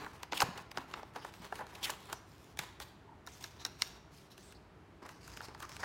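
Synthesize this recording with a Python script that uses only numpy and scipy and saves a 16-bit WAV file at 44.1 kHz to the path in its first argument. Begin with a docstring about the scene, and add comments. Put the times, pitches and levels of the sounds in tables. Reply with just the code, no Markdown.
"""Opening a blister pack, close up

A desk in a small room, one microphone close to the hands. A backing card scrapes out of a stiff plastic
shell, which clicks and rings, and is dropped aside. A paper leaflet snaps and rustles as it is lifted
out; fingers then tap and rub the tray. Faint room rumble and mains hum lie underneath."""
import sys
import numpy as np
from scipy import signal
from scipy.fft import rfft, irfft, next_fast_len
from scipy.io import wavfile
from scipy.ndimage import uniform_filter1d, map_coordinates

SR = 44100
rng = np.random.default_rng(int(sys.argv[2]) if len(sys.argv) > 2 else 0)


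def inscribe(sig):
    """Save sig as 16-bit PCM at rate SR to the path in sys.argv[1].

    A 1-D sig is mono; a 2-D sig holds one channel per row.
    Samples are clipped to [-1, 1] before scaling.
    """
    pcm = np.round(np.clip(np.atleast_2d(sig).T, -1, 1) * 32767)
    wavfile.write(sys.argv[1], SR, pcm.astype(np.int16))


N = 257544

# Levels in the tables are relative: each source adds its own gains.
# room tone: f/Hz, level/dB
ROOM_TONE = [(12, -75), (20, -35), (58, -3.5), (158, -7), (255, -12.5), (337, -10), (367, -11.5),
             (410, -11), (527, -20.5), (607, -16), (923, -18), (1060, -19.5), (1150, -19.5), (1810, -24.5),
             (16000, -54.5)]
# reverberation of the small room: f/Hz, t60/s
ROOM_DECAY = [(150, 0.55), (1000, 0.66), (4000, 0.67), (9000, 0.43), (16000, .4)]
# stretches of murmur and hiss: t/s, length/s, body/dB, hiss/dB
CARD_SLIDES = [(-.02, 0.066, -46, -55.5), (.11, 0.14, -60, -65), (.315, 0.15, -48, -61),
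               (.55, 0.039, -48.5, -61), (.74, 0.083, -53.5, -60), (.87, 0.063, -59, -62.5),
               (1.04, 0.055, -69, -70), (.95, 0.045, -49.5, -58.5), (1.145, .04, -51, -61),
               (1.205, 0.081, -58.5, -59.5), (1.33, .07, -66.5, -61), (1.41, 0.051, -54.5, -55),
               (1.535, .05, -55, -54.5), (1.595, 0.029, -49, -66), (1.71, 0.083, -57, -59.5),
               (1.8, .13, -51, -50), (1.98, 0.13, -65, -59), (2.085, 0.036, -49.5, -58),
               (2.24, 0.28, -89, -64.5)]  # card sliding in the shell
CARD_SKATES = [(2.595, 0.045, -55.5, -56), (2.806, 0.0099, -69, -62)]  # dropped card skating to rest on the desk
LEAFLET_RUSTLE_AND_TAILS = [(3.265, 0.12, -65.5, -59), (3.4, 0.063, -57.5, -53), (3.49, 0.097, -64, -67),
                            (3.592, 0.032, -53, -57), (3.658, 0.028, -50.5, -58.5), (3.69, 0.097, -74, -69),
                            (3.778, 0.096, -55.5, -53.5), (3.89, 0.083, -59, -66), (4.1, 0.16, -90, -64),
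                            (4.3, 0.023, -85, -58), (4.365, 0.15, -80, -63)]  # paper rustle and the room's fading hiss after each snap
FINGER_RUBS = [(5.015, 0.071, -54, -67.5), (5.12, 0.05, -69, -66.5), (5.195, 0.083, -75, -59.5),
               (5.28, 0.094, -60, -57.5), (5.42, 0.029, -52, -50), (5.48, 0.03, -51.5, -79),
               (5.61, 0.033, -47, -52.5), (5.69, .06, -56.5, -55), (5.785, 0.062, -50.5, -54.5)]  # fingers rubbing the tray
# spectra of the murmur, the hisses and the sizzle: f/Hz, level/dB
RUB_BODY = [(100, -16.5), (300, -7), (600, -13.5), (950, -3), (1500, -10.5), (2200, -16), (4000, -32),
            (9000, -72)]
CARD_HISS = [(900, -14), (2000, -8.5), (3200, -1), (5200, -5), (7500, -8.5), (11000, -12), (16000, -14.5)]
PAPER_HISS = [(900, -24), (2200, -8), (4200, -4.5), (6200, -6.5), (8500, -13.5), (12000, -16),
              (16000, -17.5)]
FINGER_HISS = [(900, -12), (2000, -0.5), (3200, -5.5), (5000, 5.5), (7500, -3.5), (11000, -11.5),
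               (16000, -15)]
SIZZLE = [(3000, -25), (6500, -0.5), (8500, -5), (11000, -6.5), (15500, -10.5)]
# hard contacts: t/s, nominal length/s, knock/dB, crack/dB, sizzle/dB
SHELL_CLICKS = [(.0635, 0.0013, -41, -66, -76), (.2315, 0.0012, -43.5, -45.5, -61),
                (.3225, 0.0014, -36, -41.5, -68), (.3315, 0.0011, -37.5, -40.5, -72),
                (.4037, 0.0013, -31.5, -29.5, -48), (.41, 0.0027, -38, -46, -47.5),
                (.4185, 0.0027, -24.5, -32, -52), (.4225, 0.0035, -27.5, -47, -48),
                (.576, 0.0042, -49, -49, -65), (.7154, 0.00086, -49.5, -50, -66),
                (.773, 0.0018, -34.5, -42, -64.5), (.7818, 0.0015, -40.5, -53, -67),
                (.9384, 0.0014, -39, -44, -78), (1.0312, 0.00056, -44.5, -58.5, -83),
                (1.1595, 0.004, -39.5, -51.5, -68), (1.247, 0.0031, -39.5, -62, -67.5),
                (1.3385, .0019, -58, -57, -74), (1.524, 0.0018, -35.5, -57, -73),
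                (1.5555, .001, -65, -54, -66), (1.5899, 0.0051, -42, -60, -72),
                (1.607, 0.0055, -37.5, -73, -73), (1.6677, .001, -51, -59.5, -73),
                (1.751, 0.0046, -63, -50.5, -67.5), (1.895, 0.0019, -37, -50, -63),
                (1.9012, 0.0034, -48, -42.5, -49.5), (2.1275, 0.0027, -37, -45, -53)]  # card and fingers against the shell
CARD_LANDINGS = [(2.5727, 0.0011, -59, -55.5, -60), (2.5903, 0.0021, -40.5, -38, -43.5),
                 (2.8011, 0.0019, -49, -51.5, -54.5)]  # card on the desk
LEAFLET_FLICKS = [(3.266, 0.0005, -66, -62, -61), (3.2728, 0.0016, -46, -52, -60.5),
                  (3.4402, 0.0018, -46, -45, -55), (3.6502, .002, -42, -35, -47.5),
                  (3.662, 0.0055, -58, -50.5, -56.5), (3.8205, .0007, -40.5, -28.5, -39.5)]  # leaflet flicking against the tray
FINGER_TAPS = [(4.379, 0.0014, -60, -58, -69.5), (4.5232, 0.0022, -61, -59, -71),
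               (5.063, .0018, -53, -60, -69.5), (5.0905, 0.0022, -48.5, -55, -68),
               (5.278, 0.0013, -53, -61, -63.5), (5.3723, 0.001, -48.5, -50.5, -63.5),
               (5.406, .0006, -42.5, -56, -81), (5.4162, 0.00087, -52, -58, -70),
               (5.5479, 0.0012, -47.5, -56.5, -76), (5.6033, 0.00079, -49.5, -56, -63),
               (5.6252, 0.003, -44, -50.5, -60), (5.6926, .002, -56, -55.5, -64.5),
               (5.7664, .0008, -53, -49.5, -64), (5.8315, 0.004, -34, -48, -71)]  # fingertips on the opened tray
# spans in which the hands flex the shell: start/s, end/s
FLEX_SPANS = [(0.051, 2.05), (5.05, 6.3)]
# one faint tick of the flexed shell: nominal length/s, knock/dB, crack/dB, sizzle/dB
FLEX_TICK = (0.2, -57.5, -62.5, -74)
# resonances of the hollow pack, its stiff walls and the card: f/Hz, width/Hz, level/dB
HOLLOW_MODES = [(379, 186, 0), (849, 215, 2), (1003, 185, 1), (1626, 600, -2.5), (1890, 610, -5)]
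SHELL_MODES = [(2290, 770, -0.5), (2850, 780, 3), (4050, 2300, -2.5), (5960, 2900, -8.5)]
TRAY_MODES = [(2180, 280, -5), (2780, 150, -1.5), (3700, 270, 2), (4220, 540, 0.5), (5650, 390, 3),
              (7370, 1100, -18.5)]
CARD_MODES = [(1740, 240, -2), (2360, 370, 2), (3450, 460, 4), (5000, 1500, -3.5)]
# soft bumps on the desk: t/s, level/dB, f/Hz
DESK_BUMPS = [(0.326, -42.5, 298), (.424, -42, 492), (.435, -36, 123), (.488, -40.5, 182), (.778, -45, 265),
              (1.159, -48.5, 398), (1.401, -49.5, 187), (1.524, -52, 439), (2.594, -45.5, 148),
              (3.653, -55, 273), (5.026, -55, 266)]
# card edge skidding along the plastic rim: t/s, length/s, level/dB, f/Hz
RIM_SKIDS = [(0.336, 0.053, -44.5, 3020), (0.372, 0.0092, -34, 2980), (0.382, 0.017, -45, 2800),
             (1.827, 0.021, -37.5, 3250), (1.839, 0.021, -34.5, 3020), (1.849, 0.046, -44, 1990)]
# skin and paper gliding over the pack: t/s, length/s, level/dB, f/Hz
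GLIDES = [(1.172, 0.1, -60, 5000), (1.205, 0.053, -57, 3100), (1.38, 0.083, -65, 5000),
          (2.125, 0.081, -58, 5740), (3.06, .1, -55.5, 900), (3.312, .05, -58, 6140),
          (3.384, .12, -63, 6550), (3.585, .056, -53.5, 3950), (3.593, 0.049, -56, 5950),
          (4.415, 0.11, -62.5, 8060), (4.543, 0.037, -60.5, 4550), (5.61, .049, -46, 1210)]


def amp(db):
    """Decibels to gain."""
    return 10 ** (np.asarray(db) / 20)


def unit(x):
    """Scale to rms 1."""
    return x / np.sqrt(np.mean(x ** 2) + 1e-20)


def at_energy(x, db):
    """Scale a short sound so that its energy equals 10 ms at db."""
    return amp(db) * x * np.sqrt(SR / 100 / (np.sum(x ** 2) + 1e-20))


def along(points, hz):
    """Read (f/Hz, value) points on a log frequency axis."""
    f, values = np.transpose(points)
    return np.interp(np.log(hz + 1), np.log(f + 1), values)


def filtered(x, response):
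    """Pass x through a response given as a function of frequency."""
    size = next_fast_len(len(x) + 1024)
    return irfft(rfft(x, size) * response(np.fft.rfftfreq(size, 1 / SR)), size)[:len(x)]


def coloured(x, spectrum):
    """Give x a spectrum, at rms 1."""
    return unit(filtered(x, lambda hz: amp(along(spectrum, hz))))


def resonate(x, modes):
    """Ring parallel resonances of alternating polarity."""
    return filtered(x, lambda f: sum(
        (-1) ** k * amp(db) * 1j * f * width / (hz * hz - f * f + 1j * f * width)
        for k, (hz, width, db) in enumerate(modes)))


def wobble(rate):
    """A smooth random curve with rate knots a second."""
    return map_coordinates(rng.standard_normal(int(N * rate / SR) + 4), [np.arange(N) * rate / SR])


def add(track, s, sound):
    """Mix a sound into the track at time s."""
    start = int(np.clip(round(s * SR), 0, N - 1))
    track[start:start + len(sound)] += sound[:N - start]


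def at_microphone(x, wet_db, desk_db, direct=1):
    """The close microphone hears the direct sound, scatter off desk and hands, and the room's tail."""
    hz, t, noise = signal.stft(rng.standard_normal(int(SR * .32)), SR, nperseg=256)
    decay = amp(-60 * t / along(ROOM_DECAY, hz)[:, None])
    tail = signal.istft(noise * decay, SR, nperseg=256)[1]
    t = np.arange(len(tail)) / SR
    tail *= 1 - np.exp(-t / 0.0027)
    near = rng.standard_normal(len(t)) * t * np.exp(-t / 0.0036)
    response = amp(wet_db) * tail / np.linalg.norm(tail) + amp(desk_db) * near / np.linalg.norm(near)
    response[0] += direct
    return signal.fftconvolve(x, response)


def room_tone(rumble_db, hum_db):
    """The room's steady rumble and a slightly wavering 100 Hz mains hum."""
    rumble = amp(rumble_db) * coloured(rng.standard_normal(N), ROOM_TONE)
    hum = np.sqrt(2) * np.sin(2 * np.pi * 100 * np.arange(N) / SR)
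    return rumble + amp(hum_db + 1.7 * wobble(4)) * hum


def stroke_gains(rows, rise_share=0.2, release_s=0.018):
    """Body and hiss gain over time: each stroke rises, holds and dies away."""
    t, power = np.arange(N) / SR, np.zeros((2, N))
    for s, length, *levels_db in rows:
        rise = np.clip((t - s) / (rise_share * length), 0, 1)
        release = np.exp(-np.clip((t - s - length) / release_s, 0, 20))
        power += (amp(levels_db)[:, None] * rise * release) ** 2
    return np.sqrt(power)


def wander(x, depth_db):
    """The colour of a rub shifts as the contact wanders."""
    spectra = signal.stft(x, nperseg=512)[2]
    patches = rng.standard_normal(spectra.shape)
    for _ in range(2):
        patches = uniform_filter1d(uniform_filter1d(patches, size=7, axis=0), size=9, axis=1)
    return signal.istft(spectra * amp(depth_db * unit(patches)), nperseg=512)[1][:N]


def friction(rows, hiss_spectrum, grains_per_s, grain_share, uneven_db, body_db, hiss_db):
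    """Sliding surfaces catch on tiny bumps: a grainy hiss, and a murmur from the pack beneath."""
    body_gain, hiss_gain = stroke_gains(rows)
    pressure = amp(uneven_db * wobble(70))
    catches = (rng.random(N) < grains_per_s / SR) * rng.random(N) ** 2
    decays = signal.lfilter([1], [1, -np.exp(-1 / (SR * 0.00098))], catches)
    grains = unit(decays * rng.standard_normal(N))
    drive = np.sqrt(grain_share) * grains + np.sqrt(1 - grain_share) * rng.standard_normal(N)
    hollow = unit(resonate(rng.standard_normal(N), HOLLOW_MODES))
    murmur = amp(body_db) * body_gain * unit(coloured(drive, RUB_BODY) + 0.48 * hollow)
    rustle = amp(hiss_db) * hiss_gain * coloured(wander(drive, depth_db=2.2), hiss_spectrum)
    return at_microphone(pressure * (murmur + rustle), wet_db=-7.5, desk_db=-34)[:N]


def contacts(rows, wall_modes, snap, linger, knock_hz, lead_in_db, knock_db, crack_db, sizzle_db,
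             wet_db, desk_db, far_faces):
    """A snap and a burst of tiny slips ring the hollow pack and its stiff walls."""
    lead_s, hardness_db_per_octave = 0.012, 113
    track, t = np.zeros(N), np.arange(-round(lead_s * SR), 1536) / SR

    def burst(life_s):
        """A faint noise swells just before the click; the slips after it die within a few life_s."""
        age = np.abs(t) / life_s
        shape = np.where(t < 0, amp(lead_in_db) * np.exp(t / 0.0036), np.sqrt(age) * np.exp(-age))
        noise = rng.standard_normal(len(t)) * shape
        return noise / np.linalg.norm(noise) + snap * (t == 0)

    def strike(length, knock, crack, sizzle):
        """One face's sound: the harder the crack against the knock, the higher the modes it favours."""
        favoured_hz = knock_hz * 2 ** ((crack - knock) / hardness_db_per_octave)
        push = burst(length * linger) * (t >= 0)  # the knock has no lead-in
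        push = resonate(push, [(favoured_hz, 760, 0)])
        body = at_energy(resonate(push, HOLLOW_MODES), knock + knock_db)
        wall = at_energy(resonate(burst(length * 0.69), wall_modes), crack + crack_db)
        edge = at_energy(coloured(burst(length * 0.74), SIZZLE), sizzle + sizzle_db)
        return body + wall + edge

    for s, *contact in rows:
        add(track, s - lead_s, strike(*contact))
        for _ in range(far_faces):  # faces turned from the microphone reach it only by reflection
            reflected = at_microphone(strike(*contact), wet_db, desk_db, direct=0)
            add(track, s - lead_s, reflected / np.sqrt(far_faces))
    return track


def flex_ticks(per_s=7, spread_db=3):
    """Contact rows for the shell ticking faintly at random as the hands flex it."""
    times = [s for start, end in FLEX_SPANS for s in rng.uniform(start, end, int(per_s * (end - start)))]
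    length, *levels_db = FLEX_TICK
    return [(s, length, *(levels_db + spread_db * rng.uniform(-0.81, 1, 3))) for s in times]


def desk_bumps(decay_s, gain_db):
    """Soft contacts ring three modes of the desk top for a few cycles."""
    track, t = np.zeros(N), np.arange(4096) / SR
    for s, db, hz in DESK_BUMPS:
        phase = 2 * np.pi * hz * t
        ring = np.sin(phase) + 0.25 * np.sin(0.76 * phase) + 0.5 * np.sin(1.235 * phase)
        thud = ring * np.exp(-t / decay_s) * (1 - np.exp(-t / 0.0012))
        add(track, s, at_microphone(at_energy(thud, db + gain_db), wet_db=-13.5, desk_db=-18))
    return track


def rim_skids(fizz_db, rasp_db, gain_db):
    """The card edge chatters through a narrow resonance and its overtone as it slips along the rim."""
    track = np.zeros(N)
    for s, length, db, hz in RIM_SKIDS:
        size = int(length * SR)
        chatter = rng.standard_normal(size) * amp(2 * rng.standard_normal(size))
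        squeak = unit(resonate(chatter, [(hz, 650, 0), (1.94 * hz, 700, -11)]))
        rasp = amp(rasp_db) * unit(resonate(chatter, SHELL_MODES))
        fizz = amp(fizz_db) * coloured(chatter, SIZZLE)
        skid = amp(db + gain_db) * unit(squeak + rasp + fizz) * signal.windows.tukey(size, .4)
        add(track, s, at_microphone(skid, wet_db=-31, desk_db=-18.5))
    return track


def glides(relative_width, gain_db):
    """Skin and paper glide over the pack: a whisper swells and fades in one narrow resonance."""
    track = np.zeros(N)
    for s, length, db, hz in GLIDES:
        size = int(length * SR)
        band = [(hz, hz * relative_width, 0)]
        whisper = unit(resonate(resonate(rng.standard_normal(size), band), band))
        swish = amp(db + gain_db) * whisper * signal.windows.tukey(size, .6)
        add(track, s, at_microphone(swish, wet_db=-8.5, desk_db=-30))
    return track


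def desk_rumble(start_s, level_db):
    """The hand settling on the tray makes the desk rumble softly from start_s on."""
    weight = np.interp(np.arange(N) / SR, [start_s, start_s + 0.13], [0, 1])
    rumble = resonate(rng.standard_normal(N), [(62, 12, -2.5), (110, 52, -9)])
    return amp(level_db) * weight * unit(rumble)


def scene():
    """All the handling at the desk, close and in mono, over the room tone."""
    clicks = contacts(SHELL_CLICKS + flex_ticks(), SHELL_MODES, snap=0.32, linger=0.91, knock_hz=1290,
                      lead_in_db=-21, knock_db=-2, crack_db=-0.5, sizzle_db=8.5,
                      wet_db=-14.5, desk_db=-12, far_faces=1)
    taps = contacts(FINGER_TAPS, SHELL_MODES, snap=0.38, linger=0.99, knock_hz=1510,
                    lead_in_db=-17, knock_db=-2.5, crack_db=-1.5, sizzle_db=7,
                    wet_db=-10.5, desk_db=-11.5, far_faces=1)
    landing = contacts(CARD_LANDINGS, CARD_MODES, snap=0.55, linger=1.2, knock_hz=1240,
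                       lead_in_db=-24, knock_db=0, crack_db=1, sizzle_db=2,
                       wet_db=-10.5, desk_db=-10, far_faces=3)
    flicks = contacts(LEAFLET_FLICKS, TRAY_MODES, snap=0.49, linger=1.9, knock_hz=1490,
                      lead_in_db=-29, knock_db=-1.5, crack_db=0.5, sizzle_db=2,
                      wet_db=-18.5, desk_db=-15.5, far_faces=2)
    slide = friction(CARD_SLIDES, CARD_HISS, grains_per_s=220, grain_share=0.33,
                     uneven_db=0, body_db=-0.5, hiss_db=-4)
    skate = friction(CARD_SKATES, CARD_HISS, grains_per_s=770, grain_share=0.13,
                     uneven_db=8, body_db=-2, hiss_db=-4)
    leaflet = friction(LEAFLET_RUSTLE_AND_TAILS, PAPER_HISS, grains_per_s=160, grain_share=0.2,
                       uneven_db=1.5, body_db=-4.5, hiss_db=-3)
    grip = friction(FINGER_RUBS, FINGER_HISS, grains_per_s=160, grain_share=0.37,
                    uneven_db=3.5, body_db=-4, hiss_db=-2.5)
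    desk = desk_bumps(decay_s=0.016, gain_db=-1) + desk_rumble(start_s=5.18, level_db=-61)
    slips = rim_skids(fizz_db=-5, rasp_db=-24, gain_db=-1.5) + glides(relative_width=0.18, gain_db=-5)
    room = room_tone(rumble_db=-58.5, hum_db=-73)
    return (clicks + taps + landing + flicks + slide + skate + leaflet + grip + desk + slips + room)[None]


def record(dry):
    """The recorder cuts off steeply above 16 kHz."""
    return np.array([filtered(channel, lambda hz: 1 / np.sqrt(1 + (hz / 16000) ** 160))
                     for channel in dry])


dry = scene()
out = record(dry)
inscribe(out)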